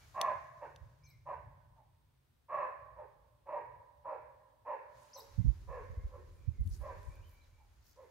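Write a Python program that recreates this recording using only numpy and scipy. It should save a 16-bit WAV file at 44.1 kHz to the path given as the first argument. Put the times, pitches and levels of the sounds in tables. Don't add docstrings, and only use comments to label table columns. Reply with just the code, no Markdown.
import sys
import numpy as np
from scipy import signal
from scipy.fft import rfft, irfft, next_fast_len
from scipy.io import wavfile
from scipy.ndimage import map_coordinates

SR = 44100
rng = np.random.default_rng(int(sys.argv[2]) if len(sys.argv) > 2 else 0)


def dump(signal):
    limited = np.clip(np.atleast_2d(signal).T, -1, 1)
    pcm = np.round(limited * 32767).astype(np.int16)
    wavfile.write(sys.argv[1], SR, pcm)


N = 357210
TOP_HZ = 15780


def amp(db):
    return 10 ** (np.asarray(db) / 20)


def unit(x):
    return x / np.sqrt(np.mean(x ** 2) + 1e-20)


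def along(points, hz):
    freqs, values = np.transpose(points)
    return np.interp(np.log(hz + 1), np.log(freqs + 1), values)


def curves(rows, t):
    times, *columns = np.transpose(rows)
    return [np.interp(t, times, column) for column in columns]


def clock(length):
    return np.arange(int(length * SR)) / SR


def wobble(rate, size):
    values = rng.standard_normal(int(size * rate / SR) + 4)
    return map_coordinates(values, [np.arange(size) * rate / SR])


def filtered(x, response):
    size = x.shape[-1]
    padded = next_fast_len(size + 8192)
    hz = np.fft.rfftfreq(padded, 1 / SR)
    return irfft(rfft(x, padded) * response(hz), padded)[..., :size]


def add(track, start, x):
    i = max(0, round(start * SR))
    part = track[..., i:i + x.shape[-1]]
    part += x[..., :part.shape[-1]]


def balance(pan_db):
    gains = amp(np.array([[1], [-1]]) * pan_db / 2)
    return gains / gains.mean(0)


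def placed(x, pan_db=0, lag_ms=0):
    sides = np.array([[1], [-1]])
    pair = filtered(x, lambda hz: np.exp(-1j * np.pi * hz * sides * lag_ms / 1000))
    return pair * balance(pan_db)


def noise_pair(alike, size):
    common, opposed = rng.standard_normal((2, size))
    angle = np.arccos(alike) / 2
    return np.cos(angle) * common + np.sin(angle) * np.array([opposed, -opposed])


def rush(colour, alike):
    return unit(filtered(noise_pair(alike, N), lambda hz: amp(along(colour, hz))))


def resonance(x, hz, width_hz):
    turn = np.exp(2j * np.pi * np.cumsum(hz * np.ones(len(x))) / SR)
    decay = np.exp(-np.pi * width_hz / SR)
    return 2 * np.real(turn * signal.lfilter([1 - decay], [1, -decay], x / turn))


def formant(x, hz, width_hz):
    return resonance(resonance(x, hz, width_hz), hz, width_hz)


def among_trees(pair, near_db, near_t60, far_db, alike):
    # f/Hz, gain/dB
    scatter = [(500, -3.5), (1100, -6), (1800, 6), (2650, 7), (6000, 1)]
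    # f/Hz, t60/s
    ring_times = [(150, 0.86), (550, 1.26), (1100, 1.345), (1800, 0.99), (2600, 0.69), (6000, 1.1),
                  (14000, 0.39)]
    hz, frame_times, spectrum = signal.stft(noise_pair(alike, int(1.5 * SR)), SR, nperseg=256)
    fade = amp(along(scatter, hz)[:, None] - 60 * frame_times / along(ring_times, hz)[:, None])
    far = signal.istft(spectrum * fade, SR, nperseg=256)[1]
    t = np.arange(far.shape[1]) / SR
    far *= 1 - np.exp(-t / 0.013)
    near = noise_pair(alike, len(t)) * amp(-60 * t / near_t60)
    echo = (amp(near_db) * unit(near) + amp(far_db) * unit(far)) / np.sqrt(len(t))
    echo[:, 0] += 1
    return signal.fftconvolve(pair, echo / np.linalg.norm(echo[0]), axes=1)


def still_air():
    # f/Hz, gain/dB
    colour = [(88, -32), (150, 0), (172, -13), (221, -5), (393, -10.5), (2360, -21), (3600, -20.5),
              (7210, -34), (8250, -22), (9450, -28), (15000, -24)]
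    return amp(-80.5) * rush(colour, alike=0.12)


def drone():
    # t/s, level/dB
    loudness = [(0.0, -68), (1.46, -66), (1.9, -70), (2.32, -79.5), (2.74, -74.5), (4.23, -69.5),
                (4.42, -81), (5.2, -79.5)]
    # f/Hz, gain/dB
    colour = [(20, -23), (40, -6), (62, 5.5), (85, 1.5), (125, 3), (165, -13), (205, -31), (300, -25.5),
              (600, -53), (1200, -90.5)]
    t = np.arange(N) / SR
    level_db, = curves(loudness, t)
    rumble = amp(level_db + 3 + 3.5 * wobble(8.2, N)) * rush(colour, alike=0.88)
    hum = unit(formant(rng.standard_normal(N), hz=135, width_hz=29))
    hum_db = -70.5 - 23 * np.maximum(t - 1.6, 0)
    return rumble + amp(hum_db) * hum


def songbird():
    # start/s, length/s, level/dB, pitch/Hz, glide/Hz
    whistles = [(0, 0.073, -74, 2130, -300), (1.01, 0.17, -70.5, 2133, -300), (5.392, 0.065, -77, 2030, -3),
                (5.935, 0.14, -73, 2040, 211), (6.317, 0.25, -81, 2380, 55),
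                (6.518, 0.123, -78, 2050, -150), (7.073, 0.18, -71.5, 2370, 98),
                (7.217, 0.086, -74.5, 2954, 205), (7.299, 0.16, -75, 2300, -27.5),
                (7.405, 0.053, -76, 3770, -450), (7.498, 0.16, -81, 2320, -11)]
    out = np.zeros(N)
    for start, length, db, pitch_hz, glide_hz in whistles:
        t = clock(length)
        progress = t / length
        arch_hz = .55 * abs(glide_hz) * np.sin(np.pi * progress)
        hz = (pitch_hz + glide_hz * (progress - .5) + arch_hz) * (1 + .03 * wobble(250, len(t)))
        tone = np.sin(2 * np.pi * np.cumsum(hz) / SR)
        add(out, start, amp(db) * signal.windows.tukey(len(t), .5) * tone)
    return among_trees(placed(out), near_db=-5, near_t60=.13, far_db=-10, alike=.4)[:, :N]


def small_bird():
    # t/s, pitch/Hz, level/dB, overtones/dB
    slur = [(0, 4512, 2.5, -29), (.012, 6240, 0, -43), (.026, 5705, 4.5, -23.5), (.031, 4220, -5, -18),
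            (.05, 3922, -5.5, -4), (.069, 3800, -6, 1.5), (.077, 5450, 1.5, -28), (.083, 3996, -5, -45)]
    # start/s, level/dB, pitch ratio
    chirps = [(1.034, -67.5, 1.03), (5.13, -54, 1.0)]
    out = np.zeros((2, N))
    t = clock(slur[-1][0])
    hz, shape_db, overtone_db = curves(slur, t)
    for start, db, ratio in chirps:
        phase = 2 * np.pi * np.cumsum(ratio * hz * (1 + 0.018 * wobble(650, len(t)))) / SR
        overtones = sum(amp(gain_db) * np.sin(k * phase) * (k * hz < SR / 2)
                        for k, gain_db in [(2, -4), (3, 3), (4, -2)])
        tone = np.sin(phase) + amp(overtone_db) * overtones
        call = placed(amp(db + shape_db) * tone * signal.windows.tukey(len(t), .1), pan_db=2)
        add(out, start, among_trees(call, near_db=-1.5, near_t60=.2, far_db=-9, alike=.3))
    return out


def rustle():
    # t/s, movement/dB
    settling = [(0.0, -72.5), (0.11, -73.5), (0.53, -83), (1.62, -94.5), (4.58, -94), (4.88, -91)]
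    # t/s, movement/dB
    swinging = [(4.98, -76.5), (5.15, -77.5), (5.21, -74.5), (5.83, -80.5), (6.6, -83), (6.87, -76.5),
                (7.38, -81.5), (7.59, -84.5), (8.1, -81.5)]
    # f/Hz, gain/dB
    swish_colour = [(300, 1), (1500, 2.5), (3200, -4.5), (4500, -3), (6500, -6), (8000, -15.5),
                    (12000, -16.5)]
    # f/Hz, gain/dB
    crinkle_colour = [(4000, -24), (6800, 4.5), (8400, -7.5), (9500, -2.5), (12000, -2.5), (15500, -13)]
    # middle/s, length/s, level/dB, centre/Hz
    strokes = [(5.038, 0.17, -77, 8030), (6.37, 0.16, -83.5, 8500), (6.739, 0.11, -64.5, 5540),
               (6.74, 0.33, -70.5, 10050), (7.08, 0.26, -78.5, 7800), (7.318, 0.2, -76, 13200),
               (7.9, 0.24, -73.5, 5460), (7.89, 0.15, -72.5, 14300)]
    brisk_db, stroke_octaves = -83, 0.36
    motion_db = curves([*settling, *swinging], np.arange(N) / SR)[0] - brisk_db
    swish = amp(6.5 + 0.97 * motion_db + 0.92 * wobble(32, N)) * rush(swish_colour, alike=0.19)
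    crinkle = amp(-4 + 1.06 * motion_db + 1.5 * wobble(220, N)) * rush(crinkle_colour, alike=0.2)
    out = amp(brisk_db) * (swish + crinkle)
    for middle, length, db, centre_hz in strokes:
        size = int(length * SR)
        fibres = noise_pair(.2, size) * amp(3.5 * wobble(350, size))
        stroke = filtered(
            fibres, lambda hz: np.exp(-.5 * (np.log2((hz + 1) / centre_hz) / stroke_octaves) ** 2))
        add(out, middle - length / 2, amp(db) * np.hanning(size) * unit(stroke))
    return out


def camera_clicks():
    # start/s, level/dB, brightness/(dB per octave)
    clicks = [(0.214, -30.5, -3), (0.7613, -57.5, -3), (6.608, -71, 14), (6.6751, -63.5, 6.5),
              (7.0305, -68, 5), (7.1555, -72, 13.5), (7.294, -72.5, 9.5)]
    # f/Hz, level/dB, t60/s
    case_tones = [(2943, -17.5, 0.0059), (3705, 0, 0.0057), (4280, -3.5, 0.0065), (5950, -7, 0.015),
                  (7040, -20, 0.003), (8200, -26, 0.0018), (10700, -5, 0.012), (12000, -6, 0.0043)]
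    # f/Hz, gain/dB
    colour = [(1000, -14.5), (2400, -6.5), (3300, 1), (6000, 1.5), (8000, -6.5), (10500, -2.5),
              (13000, -7.5), (15700, -13)]
    # f/Hz, gain/dB
    shadow = [(2500, 0), (4000, -4), (6000, -7.5), (11000, -10), (15000, -6)]
    out, t = np.zeros((2, N)), clock(.04)
    ring = sum(amp(db - 60 * t / t60) * np.sin(2 * np.pi * hz * t) for hz, db, t60 in case_tones)
    for start, db, tilt_db in clicks:
        def tone_gain(hz):
            brightness_db = tilt_db * np.log2(np.maximum(hz, 2000) / 5000)
            return amp(along(colour, hz) + brightness_db) * (hz < TOP_HZ)

        crack = amp(2.5 - 60 * t / .012) * noise_pair(0.33, len(t))
        left, right = filtered(ring + crack, tone_gain)
        snap = np.array([left, filtered(right, lambda hz: amp(along(shadow, hz)))])
        snap *= np.sqrt(0.0025 * SR) / np.linalg.norm(snap.mean(0))
        add(out, start, amp(db) * snap)
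    return among_trees(out, near_db=-21, near_t60=.14, far_db=-27, alike=.2)[:, :N]


def eddy(hz, passing_s=.025):
    t = clock(5 * passing_s)
    age = t / passing_s
    pitch_hz = hz * (.75 + .4 * np.exp(-age)) * np.exp(.14 * wobble(130, len(t)))
    swings = np.sin(2 * np.pi * (np.cumsum(pitch_hz) / SR + rng.random()))
    churn = unit(filtered(rng.standard_normal(len(t)), lambda f: 1 / np.sqrt(1 + (f / (1.5 * hz)) ** 8)))
    swell = age ** 2 * np.exp(-3 * age)
    push = swell * (swings + .45 * churn)
    return push / np.abs(push).max()


def wind():
    # t/s, level/dB
    strength = [(5.25, -67.5), (5.39, -56), (5.53, -50.5), (6.34, -58), (6.69, -51), (6.9, -53), (7.2, -55),
                (7.4, -65.5), (8.1, -74)]
    # f/Hz, gain/dB
    colour = [(15, -13), (35, -4.5), (58, -7.5), (90, -5.5), (130, -22.5), (200, -34), (400, -36.5),
              (900, -100)]
    # start/s, peak/dB, rough pitch/Hz, left minus right/dB
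    puffs = [(0.811, -44, 71, -15), (5.377, -25, 104.4, -42), (5.441, -23, 102.6, -9.5),
             (5.472, -19, 61.6, -34), (5.68, -39, 63, -29), (5.897, -39.5, 86.4, -30),
             (5.968, -31.5, 64.3, 4), (6.035, -28.5, 58, -2), (6.472, -25, 88.5, -31),
             (6.587, -25, 68.5, -7), (6.649, -30.5, 96, 12), (6.704, -31, 55, -4), (6.79, -34.5, 65, -16),
             (7.068, -37, 71.5, 23)]
    t = np.arange(N) / SR
    strength_db, = curves(strength, t)
    fade_in = np.clip((t - 5.2) / 0.12, 0, 1)
    swing_db = 1.5 * np.array([wobble(7.8, N), wobble(12, N)])
    out = fade_in * amp(strength_db + 3.5 + swing_db) * rush(colour, alike=0.7) * balance(pan_db=-1)
    for start, db, hz, pan_db in puffs:
        add(out, start, amp(db) * np.array([eddy(hz), eddy(hz)]) * balance(pan_db))
    return filtered(out, lambda hz: hz ** 2 / np.sqrt(hz ** 4 + 38 ** 4))


def vocal_folds(size, breathiness, pitch_hz=204.4, jitter=.12):
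    cycles = np.cumsum(pitch_hz * np.exp(jitter * wobble(120, size))) / SR
    slaps = np.diff(np.floor(cycles), prepend=0) * amp(2.1 * wobble(150, size))
    hiss = rng.standard_normal(size) * np.exp(-1.5 * (cycles % 1))
    return np.sqrt(1 - breathiness) * unit(slaps - slaps.mean()) + np.sqrt(breathiness) * unit(hiss)


def bark(length, db, first_hz, second_hz, rasp_db):
    mouth = [(0, -0.11), (.4, 0.035), (.75, -0.017), (1.25, -0.22)]
    # f/Hz, width/Hz, level/dB
    throat = [(1090, 490, -30), (1673, 83, -22), (1808, 100, -25), (2240, 210, -32), (2560, 53, -35)]
    # f/Hz, gain/dB
    carry = [(100, -18.5), (320, 2), (440, -3.5), (600, 7.5), (1100, 2), (2650, -10.5), (3100, -26.5),
             (4200, -27.5), (9000, -29.5)]
    t = clock(length + .2)
    breathiness = np.clip(1.28 - 5.14 * length, 0, 1)
    source = vocal_folds(len(t), breathiness)
    opening, = curves(mouth, t / length)
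    force_db = db + 44

    rise = np.clip(t / (0.023 + .19 * length), 0, 1)
    release_s, release_t60, linger_s = length - 0.014, 0.18, 0.017
    effort = rise * amp(-60 * np.maximum(t - release_s, 0) / release_t60)
    lingering = rise * amp(-60 * np.maximum(t - release_s - linger_s, 0) / release_t60)

    first_db = 54 * np.log2(624.2 / first_hz) - 3.7 * (2.5 - rise)
    first = amp(first_db) * formant(source, first_hz * (1 + opening), width_hz=104.6)
    second = formant(source, second_hz * (1 + 0.41 * opening), width_hz=161)
    nose = amp(-15 + 7 * breathiness) * resonance(source, 835 * (1 + .5 * opening), width_hz=240)
    chest = amp(-20 + .8 * force_db) * formant(source, hz=141.2, width_hz=83)
    rasp = np.zeros(len(t))
    for hz, width_hz, level_db in throat:
        tilt_db = .5 * force_db * np.log2(hz / 1700)
        rasp += amp(level_db + tilt_db) * resonance(source, hz * (1 + 0.57 * opening), width_hz)
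    rasp *= amp(rasp_db) * (1 - 0.33 * np.exp(-t / 0.034))
    voice = effort * (second + nose + chest) + lingering * (first + rasp)
    return filtered(voice, lambda hz: amp(along(carry, hz)))


def deer():
    # start/s, length/s, level/dB, first resonance/Hz, second resonance/Hz, rasp/dB
    barks = [(0.139, 0.175, -34.5, 669, 1063, 10), (0.603, 0.047, -45.5, 567, 970, 17.5),
             (1.254, 0.08, -42, 612, 1008, 11.5), (1.756, 0.044, -64.5, 685, 904, -2.5),
             (2.483, 0.17, -37, 616, 1073, 7.5), (2.958, 0.073, -49.5, 565, 937, 7),
             (3.456, 0.14, -40.5, 576.5, 972, 8), (4.038, 0.11, -42, 592, 978, 2),
             (4.647, 0.097, -40, 597, 984, 8), (5.14, 0.071, -53.5, 560, 953, -8),
             (5.67, 0.12, -46, 536, 1045, 12), (6.104, 0.074, -54, 509, 1024, 10.5),
             (6.797, 0.12, -47, 550, 1023, 12.5), (7.571, 0.07, -72, 617, 870, 3),
             (7.953, 0.093, -57, 517, 1010, 13)]
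    echo_db_per_s = 1.07
    out = np.zeros((2, N))
    for start, length, db, first_hz, second_hz, rasp_db in barks:
        call = placed(bark(length, db, first_hz, second_hz, rasp_db), lag_ms=.05)
        call = among_trees(call, near_db=-4.5, near_t60=0.39, far_db=-9 + echo_db_per_s * start, alike=.25)
        call *= np.sqrt(length * SR) / np.linalg.norm(call, axis=1, keepdims=True)
        add(out, start, amp(db) * call * balance(pan_db=-2.8))
    return out


def scene():
    return still_air() + deer() + small_bird() + songbird() + drone() + camera_clicks() + wind() + rustle()


def record(dry):
    return filtered(dry, lambda hz: hz < TOP_HZ)


dry = scene()
out = record(dry)
dump(out)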